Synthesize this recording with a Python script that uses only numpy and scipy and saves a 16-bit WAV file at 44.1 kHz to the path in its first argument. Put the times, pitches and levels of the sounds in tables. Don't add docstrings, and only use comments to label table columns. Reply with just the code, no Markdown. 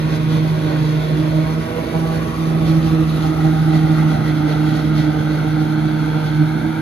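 import sys
import numpy as np
from scipy import signal
from scipy.fft import rfft, irfft, next_fast_len
from scipy.io import wavfile
from scipy.ndimage import uniform_filter1d, map_coordinates

SR = 44100
rng = np.random.default_rng(int(sys.argv[2]) if len(sys.argv) > 2 else 0)


def put_to_file(sound):
    columns = np.atleast_2d(sound).T
    safe = np.clip(columns, -1, 1)
    whole_steps = np.round(safe * 32767)
    wavfile.write(sys.argv[1], SR, whole_steps.astype(np.int16))


N = 300321

# time in seconds, share from 0 to 1.
VIEW = [(0, 0), (1.5, 0.07), (2.4, 0.25), (3.3, 0.81), (6.81, 0.99)]
# frequency in Hz, left over right in dB, left lead in radians, likeness 0-1.
MIC_PORTS = [(60, -2.5, -.47, 1), (160, -2.7, -.52, 1), (225, -4.2, -.5, 1), (310, -6.2, -.35, .995),
             (450, -8, .45, .9), (600, -11.5, 1.2, .8), (800, -3, 1.8, .94), (1050, 2.5, 1.5, .85),
             (1200, 2.5, .7, .9), (1350, 1.3, .3, .9), (1520, .7, .3, .8), (1720, 0, 0, .3),
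             (2000, -.7, -.5, .75), (2700, -.5, 1.2, .3), (3300, -2.5, .45, .55), (4200, -3, .4, .65),
             (5300, -4.5, 2.7, .6), (6300, -1.5, 5.7, .6), (7000, 2, 4.2, .4), (7600, 0, 3.2, .98),
             (8600, 0, 3.05, .98), (9100, -1, 2.2, .5), (10000, -2, 1.3, .55), (10700, 0, .1, .96),
             (12400, 0, -.2, .96), (13400, 0, -1.1, .85), (14100, 0, -2.5, .8)]
# frequency in Hz, relative level in dB.
WIDE_ROAR_SCREENED = [(400, -27), (600, -6), (820, -1), (960, -14), (1250, -0.5), (1680, -5), (1950, -9),
                      (2130, -8), (2600, -19), (3050, -10), (3300, -17), (3500, -4), (4200, -51)]
WIDE_ROAR_IN_VIEW = [(750, -25), (1040, 3.5), (1300, -22), (1600, -0.5), (1760, -3.5), (2150, -19),
                     (2500, -13), (2750, -14), (2970, -13), (3500, -50)]
# time in seconds, firing rate in Hz, level in dB.
TRUCK_REVS = [(0, 19.3, -32.5), (1.8, 19.5, -35), (2.2, 19.5, -30), (2.6, 22.3, -28.5), (3.1, 25, -27.5),
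              (4.45, 23.5, -35.5), (5.05, 26, -31.5), (5.5, 31, -42), (6.25, 29, -45), (6.5, 17, -41),
              (6.81, 18, -44)]
# resonance in Hz, width in Hz, relative gain in dB.
SILENCER_MODES = [(68.5, 27, 6), (148, 67, 4), (260, 110, -6)]
# multiple of the firing rate, level in dB.
TRACTOR_ORDERS = [(1, -39), (2, -48.5), (3, -48.5), (4, -48)]

# frequency in Hz, relative level in dB.
RUMBLE_SPECTRUM = [(20, -27), (32, -26), (50, -15), (80, -6.5), (130, 5.5), (160, 0.5), (200, -3.5),
                   (245, 0), (290, 6.5), (345, -3), (410, -13.5), (520, -40), (900, -62)]
ROAR_SCREENED = [(250, -12.5), (400, 1.5), (520, 1.5), (620, 4.5), (720, -4.5), (850, -8.5), (980, -4),
                 (1220, -10.5), (1470, -7.5), (1700, -12), (2400, -11), (2800, -16), (3500, -38),
                 (6000, -62)]
ROAR_IN_VIEW = [(250, -30), (400, -2), (510, -2), (600, 2.5), (690, 0.5), (780, 7.5), (900, -5.5),
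                (1060, -13.5), (1450, -17), (1720, -12), (2250, -22), (2700, -13), (3500, -20), (6000, -59)]
# resonance in Hz, width in Hz, relative gain in dB.
PANEL_MODES = [(1000, 48, 2.5), (1128, 70, -2), (1469, 70, 1.5), (1842, 70, -4), (2024, 43, -1.5)]
# time in seconds, pitch in Hz, base level in dB.
BRIGHT_CLIMB = [(0, 990, -52), (1.751, 1020, -48), (2.2, 1060, -36), (2.7, 1200, -40), (3.2, 1285, -34.5),
                (3.6, 1405, -37), (3.9, 1370, -34), (4.0, 1350, -31.5), (4.12, 1394, -33.5),
                (4.85, 1400, -36), (5.2, 1427, -35), (5.6, 1440, -35.5), (6.81, 1470, -34)]
# time in seconds, rise in dB.
HOUSING_BOOMS = [(0.1, 1), (0.36, 1.5), (0.75, 2), (0.93, 0.5), (1.76, 2.5), (1.81, 1.5), (2.98, 3),
                 (4.52, 1.5), (4.79, 2), (6.15, 1.5)]

# time in seconds, rise of hiss in dB, of drum ring in dB.
STALK_BUNCHES = [(0.12, 3.5, 7), (0.34, 4, 6), (0.69, 3.5, -6), (0.86, 2.5, 1), (0.95, 1.5, -7),
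                 (1.04, 3, -4), (2.15, 3, -2), (2.68, 5.5, 4), (2.86, 4, 0), (3.22, 5, -3), (3.44, 2.5, 8),
                 (3.75, 6, 10), (3.89, 4, 4), (3.99, 4, 8), (4.12, 4, 5.5), (4.28, 4, 11), (4.5, 4.5, 8),
                 (4.69, 4, 8), (4.77, 3.5, 6), (4.99, 6, 8), (5.33, 1.5, 5), (6.28, 2.5, 7)]
# time in seconds, hiss level in dB, spray level in dB.
CROP_FLOW = [(0, -41, -46.5), (1.0, -41.5, -47.5), (1.9, -42, -44), (3.3, -42, -45.5), (4.0, -44, -46),
             (4.6, -42.5, -47), (5.6, -43.5, -48), (6.3, -43.5, -48), (6.81, -47, -47)]
# frequency in Hz, relative level in dB.
HISS_SPECTRUM = [(1200, -38), (2400, -3.5), (2900, -7), (3300, -2), (3800, -0.5), (4400, -3.5), (5300, -7),
                 (6300, -10.5), (7500, -17.5), (10000, -22), (15000, -21)]
SPRAY_SPECTRUM = [(4000, -2.5), (7500, -7.5), (9500, -1.5), (11500, -6), (13500, -9.5), (15000, -11)]
# resonance in Hz, width in Hz, relative gain in dB.
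SPOUT_MODES = [(3295, 130, 7), (3450, 170, 4.5), (3800, 240, -0.5), (4207, 110, 6)]
DRUM_MODES = [(1965, 210, 1.5), (2150, 260, -9.5), (2516, 190, -11.5)]
# time in seconds, level against the steady hiss in dB.
SPOUT_LEVEL = [(0, -6.5), (1.3, -4.5), (1.7, -13.5), (2.9, -12.5), (3.6, -5), (4.5, -5.5), (5.2, -3),
               (6.1, -1.5), (6.81, -1.5)]

# time in seconds, knife passes per second.
KNIFE_RATE = [(0, 155.9), (0.5, 157.4), (0.82, 154.2), (1.1, 154.7), (1.5, 157.9), (1.76, 162.4),
              (2.1, 161.8), (2.3, 160.8), (2.87, 160.3), (3.1, 157.5), (3.43, 157.4), (3.75, 157.6),
              (4.2, 155.7), (4.45, 152.9), (4.9, 154.7), (5.1, 153.1), (5.5, 154.7), (6.2, 154.8),
              (6.38, 152.6), (6.6, 157.7), (6.81, 158.8)]
# multiple of the knife rate, base level in dB screened, then in view.
BUZZ_ORDERS = [(4, -37.5, -40.5), (6, -43, -48), (7, -46.5, -52), (8, -51.5, -53.5), (9, -53, -56.5),
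               (10, -72.5, -50.5), (13, -54, -65)]
# time in seconds, rise of those harmonics in dB.
KNIFE_STRAIN = [(0, -2.5), (1.4, -1), (1.85, 1), (2.2, 0), (2.6, -3), (3.7, -1.5), (4.5, -4), (5.5, -1.5),
                (6.81, -4)]
# time in seconds, base level in dB.
THIRD_LEVEL = [(0, -37), (0.36, -34.5), (0.6, -40), (0.9, -34), (1.55, -38), (1.78, -31), (1.98, -37),
               (2.4, -36), (2.7, -44.5), (3.0, -35), (3.7, -46.5), (4.3, -41.5), (4.6, -39), (5.5, -39),
               (5.9, -40.5), (6.2, -38), (6.5, -50.5), (6.81, -46)]
WHINE_LEVEL = [(0, -43), (1.45, -43), (1.8, -41.5), (2.08, -35), (2.42, -46), (2.7, -37.5), (3.15, -42),
               (3.55, -34), (3.92, -35), (4.4, -42.5), (4.8, -37.5), (5.3, -41.5), (5.9, -47.5),
               (6.81, -42)]
# multiple of the rotor speed, level in dB screened, then in view.
ROTOR_LINES = [(8, -38, -42), (10, -34, -46.5), (16, -44.5, -39.5), (19, -40.5, -45), (21, -57, -50),
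               (22, -45.5, -41), (28, -37, -41.5), (34, -49, -48)]
# time in seconds, level in dB.
DRONE_LEVEL = [(0, -37.5), (0.3, -31), (0.7, -39), (1.3, -39.5), (1.6, -31), (2.0, -33), (2.35, -31),
               (2.9, -31), (3.55, -37.5), (4.15, -27.5), (4.45, -35.5), (4.8, -29.5), (5.05, -25.5),
               (5.45, -41), (5.75, -27), (6.3, -39), (6.6, -30.5), (6.81, -34)]
# multiple of the rotor speed, depth in dB.
ROTOR_THROB = [(1, 1), (2, 0.48), (3, 0.3)]
# time in seconds, base level in dB.
HUM_LEVEL = [(0, -18), (0.7, -17.5), (1.5, -18), (1.75, -23.5), (2.05, -19), (2.35, -22), (2.55, -16.5),
             (2.8, -15), (3.3, -18), (3.75, -13.5), (4.3, -18), (5.6, -18.5), (6.3, -19), (6.81, -22.5)]
# time in seconds, rise of the hum in dB, rise of its octave in dB.
HUM_SURGES = [(0.36, 3, 5.5), (0.7, -2.5, 5), (1.2, -1, 7), (1.38, 1.5, 5.5), (2.68, -0.5, 4.5),
              (2.96, 0, 3.5), (3.03, -0.5, 3.5), (3.46, 3.5, 6.5), (4.05, 1, 3), (4.45, 0, 5),
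              (4.66, 1.5, 5), (4.95, 1, 4), (5.08, 0.5, 3.5), (5.31, -0.5, 3.5), (5.6, 2.5, 4),
              (5.85, 2.5, 4), (6.41, 6, 7)]
# time in seconds, depth in dB.
HUM_DIPS = [(1.68, 15.5), (1.87, 20), (2.34, 5), (3.35, 4.5)]
OCTAVE_DIPS = [(0.54, 7.5), (1.05, 16.5), (3.1, 8.5), (3.6, 15), (4.17, 12), (5.42, 5.5), (6.26, 13),
               (6.56, 3)]

KNIVES, FIRINGS_PER_KNIFE, DRONE_ORDER = 12, 0.4145, 17
DRAW_IN_S, BLOW_OUT_S = 0.026, 0.044
BOOM_S, SURGE_S, DIP_S = 0.027, 0.035, 0.035
ROAR_FEED, RUMBLE_FEED, SPRAY_FEED, SPOUT_FEED = 0.32, 0.23, 0.27, 0.94
RECEDE_FROM_S, RECEDE_DB_PER_S, SPOUT_DRIFT_PER_S = 5.05, 1, 0.009
TOP_HZ = 14300


def amp(db):
    return 10 ** (np.asarray(db) / 20)


def unit(x):
    return x / np.sqrt(np.mean(x ** 2) + 1e-20)


def along(points, hz):
    f, *cols = np.transpose(points)
    return [np.interp(np.log(hz + 1), np.log(f + 1), c) for c in cols]


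def curves(rows):
    s, *cols = np.transpose(rows)
    return [np.interp(np.arange(N) / SR, s, c) for c in cols]


def swells(rows, rise_s, fall_s):
    t = np.arange(N) / SR
    hump = lambda s: np.exp(-.5 * ((t - s) / np.where(t < s, rise_s, fall_s)) ** 2)
    return np.squeeze(sum(np.outer(db, hump(s)) for s, *db in rows))


def wobble(rate):
    steps = np.linspace(0, N, num=4096)
    knots = rng.standard_normal(size=2048)
    return np.interp(np.arange(N), steps, map_coordinates(knots, [steps * rate / SR], mode="wrap"))


def filtered(x, response):
    m = next_fast_len(N + SR // 4)
    return irfft(rfft(x, m) * response(np.fft.rfftfreq(m, 1 / SR)), m)[..., :N]


def coloured(x, spectrum):
    return unit(filtered(x, lambda hz: amp(along(spectrum, hz)[0])))


def ringing(hz, modes):
    return sum(amp(db) * (1j * hz * width / (centre ** 2 - hz ** 2 + 1j * hz * width)) ** 2
               for centre, width, db in modes)


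def resonate(x, modes):
    return unit(filtered(x, lambda hz: ringing(hz, modes)))


def puffs(turns, depth):
    return rng.standard_normal((2, N)) * np.exp(depth * np.cos(2 * np.pi * turns))


def patchy(x, depth_db):
    z = signal.stft(x, nperseg=1024)[2]
    field = rng.standard_normal(z.shape[1:])
    field = uniform_filter1d(uniform_filter1d(field, size=3, axis=0), size=12, axis=1)
    return signal.istft(z * amp(depth_db * unit(field)), nperseg=1024)[1][:, :N]


def partial(turns, rough, rate):
    angle = 2 * np.pi * turns
    return unit((1 + rough * wobble(rate)) * np.cos(angle) + rough * wobble(rate) * np.sin(angle))


def in_view():
    return np.clip(curves(VIEW)[0], 0, 1)


def distance_db():
    return -RECEDE_DB_PER_S * np.maximum(np.arange(N) / SR - RECEDE_FROM_S, 0)


def orders(turns, table, rough, rate):
    clear = in_view()
    return sum(amp(db[0] + (db[-1] - db[0]) * clear) * partial(k * turns + rng.random(), rough, rate)
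               for k, *db in table)


def wide_roar(passes, feed_db):
    clear = in_view()
    screened_noise, open_noise = puffs(passes, depth=0.1)
    screened = amp(-39) * np.sqrt(1 - clear) * coloured(screened_noise, WIDE_ROAR_SCREENED)
    uncovered = amp(-40.5) * np.sqrt(clear) * coloured(open_noise, WIDE_ROAR_IN_VIEW)
    return np.outer([1, -1], (screened + uncovered) * amp(ROAR_FEED * feed_db + distance_db()))


def tractor(firings):
    return orders(firings, TRACTOR_ORDERS, rough=0.24, rate=9)


def truck():
    rate_hz, effort_db = curves(TRUCK_REVS)
    thumps = np.diff(np.floor(np.cumsum(rate_hz) / SR), prepend=0)
    return amp(effort_db) * resonate(thumps * amp(1.4 * wobble(40)), SILENCER_MODES)


def bright_band(x, width, lower_width):
    hz, t, z = signal.stft(x, SR, nperseg=1024)
    s, pitch_hz, _ = np.transpose(BRIGHT_CLIMB)
    ratio = hz[:, None] / np.interp(t, s, pitch_hz)
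    lobe = lambda centre, width: 1 / (1 + np.abs((ratio - centre) / width) ** 3)
    clear = np.interp(t * SR, np.arange(N), in_view())
    upper = amp(-8) * lobe(1.503, width)
    lower = amp(1.5) * lobe(0.614, lower_width)
    gain = lobe(0.99, width) + clear * (upper + lower)
    return unit(signal.istft(z * gain, nperseg=1024)[1][:, :N]) * amp(curves(BRIGHT_CLIMB)[1] + 0.7)


def housing(passes, firings, buzz, feed_db, boom_db):
    clear = in_view()
    rumble_db = -31.6 + 5.0 * clear + RUMBLE_FEED * feed_db + distance_db() + 1.5 * wobble(8.9)
    roar_db = ROAR_FEED * feed_db + boom_db + 1.1 * distance_db() + .5 * wobble(7.2)
    rumble = amp(rumble_db) * coloured(puffs(passes / KNIVES, depth=0.13), RUMBLE_SPECTRUM)
    churn = lambda depth: patchy(puffs(passes, depth), depth_db=2.5)
    screened = amp(-30.5) * np.sqrt(1 - clear) * coloured(churn(depth=0.05), ROAR_SCREENED)
    uncovered = amp(-33.0) * np.sqrt(clear) * coloured(churn(depth=0.064), ROAR_IN_VIEW)
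    panels = amp(-44.5) * (1 - clear) ** 3 * resonate(puffs(passes / KNIVES, depth=0.18), PANEL_MODES)
    direct_buzz = np.outer([1, 0], amp(28.5) * filtered(buzz, lambda hz: hz > 1000))
    clatter = bright_band(puffs(firings, depth=0.059) + direct_buzz, width=0.13, lower_width=0.049)
    return rumble + amp(roar_db) * (screened + uncovered + panels) + clatter


def spout_ring(x):
    hz, t, z = signal.stft(x, SR, nperseg=2048)
    drift = 1 + SPOUT_DRIFT_PER_S * np.maximum(t - RECEDE_FROM_S, 0)
    gain = np.abs(ringing(hz[:, None] / drift, SPOUT_MODES))
    return unit(signal.istft(z * gain, nperseg=2048)[1][:, :N]) * amp(curves(SPOUT_LEVEL)[0])


def crop(passes, feed_db, ring_db):
    patter = amp(0.73 * wobble(260) + 0.84 * wobble(30))
    flow_db, spray_db = curves(CROP_FLOW)
    chips = patter * patchy(puffs(passes, depth=0.036), depth_db=2.3)
    hiss = amp(flow_db + feed_db) * coloured(chips, HISS_SPECTRUM)
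    spout = amp(flow_db + SPOUT_FEED * feed_db) * spout_ring(puffs(passes, depth=0.16))
    drum_db = -48.5 + 2.0 * in_view() + ring_db + 5.2 * distance_db()
    drum = amp(drum_db) * resonate(puffs(passes, depth=0.2), DRUM_MODES)
    fine_chips = patter * puffs(passes, depth=0.065)
    spray = amp(spray_db + SPRAY_FEED * feed_db) * coloured(fine_chips, SPRAY_SPECTRUM)
    return hiss + spout + drum + spray


def knife_buzz(passes):
    clear = in_view()
    lines = sum(amp(screened_db + (open_db - screened_db) * clear)
                * partial(k * passes, rough=1.0, rate=8.5 * k) for k, screened_db, open_db in BUZZ_ORDERS)
    lines *= amp(curves(KNIFE_STRAIN)[0] + 1.9 * distance_db())
    third = amp(curves(THIRD_LEVEL)[0]) * partial(3 * passes, rough=0.8, rate=32)
    whine = amp(curves(WHINE_LEVEL)[0]) * partial(5 * passes, rough=0.69, rate=24)
    chug_db = 1.2 * np.cos(4 * np.pi * passes / KNIVES) + 1.7 * wobble(24)
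    return (lines + third + whine) * amp(chug_db)


def throb(passes):
    return sum(db * np.cos(2 * np.pi * (k * passes / KNIVES + rng.random())) for k, db in ROTOR_THROB)


def chopper(passes):
    base_db = curves(HUM_LEVEL)[0]
    surge_db, octave_surge_db = swells(HUM_SURGES, SURGE_S, SURGE_S)
    hum_db = base_db + surge_db - swells(HUM_DIPS, DIP_S, DIP_S)
    hum_db += throb(passes) + 0.5 * wobble(14)
    octave_db = -28.5 + 6 * in_view() + 0.67 * (base_db - base_db.mean())
    octave_db += octave_surge_db - swells(OCTAVE_DIPS, DIP_S, DIP_S)
    octave_db += 1.74 * throb(passes) + 1.24 * wobble(14)
    hum = amp(hum_db) * partial(passes, rough=0.14, rate=30)
    octave = amp(octave_db) * partial(2 * passes, rough=0.23, rate=30)
    drone = amp(curves(DRONE_LEVEL)[0]) * partial(DRONE_ORDER * passes / KNIVES, rough=0.23, rate=9)
    return hum + octave + drone + orders(passes / KNIVES, ROTOR_LINES, rough=0.76, rate=7)


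def microphone(direct, scattered):
    def response(hz):
        tilt_db, lead, alike = along(MIC_PORTS, hz)
        spread = np.arccos(np.clip(alike, 0, 1)) / 2
        gains = amp([tilt_db / 2, -tilt_db / 2])
        gains /= np.sqrt(np.mean(gains ** 2, axis=0))
        left, right = gains * np.exp([1j * lead / 2, -1j * lead / 2])
        return np.array([[left * np.cos(spread), left * np.sin(spread)],
                         [right * np.cos(spread), -right * np.sin(spread)]])
    return filtered(np.array([direct, scattered]), response).sum(axis=1)


def scene():
    passes = np.cumsum(curves(KNIFE_RATE)[0]) / SR
    firings = FIRINGS_PER_KNIFE * passes
    feed_db, ring_db = swells(STALK_BUNCHES, DRAW_IN_S, BLOW_OUT_S)
    boom_db = swells(HOUSING_BOOMS, BOOM_S, BOOM_S)
    buzz = knife_buzz(passes)
    direct, scattered = housing(passes, firings, buzz, feed_db, boom_db) + crop(passes, feed_db, ring_db)
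    tones = chopper(passes) + amp(boom_db) * buzz + tractor(firings) + truck()
    return microphone(direct + tones, scattered) + wide_roar(passes, feed_db)


def record(dry):
    return filtered(dry, lambda hz: hz < TOP_HZ)


dry = scene()
out = record(dry)
put_to_file(out)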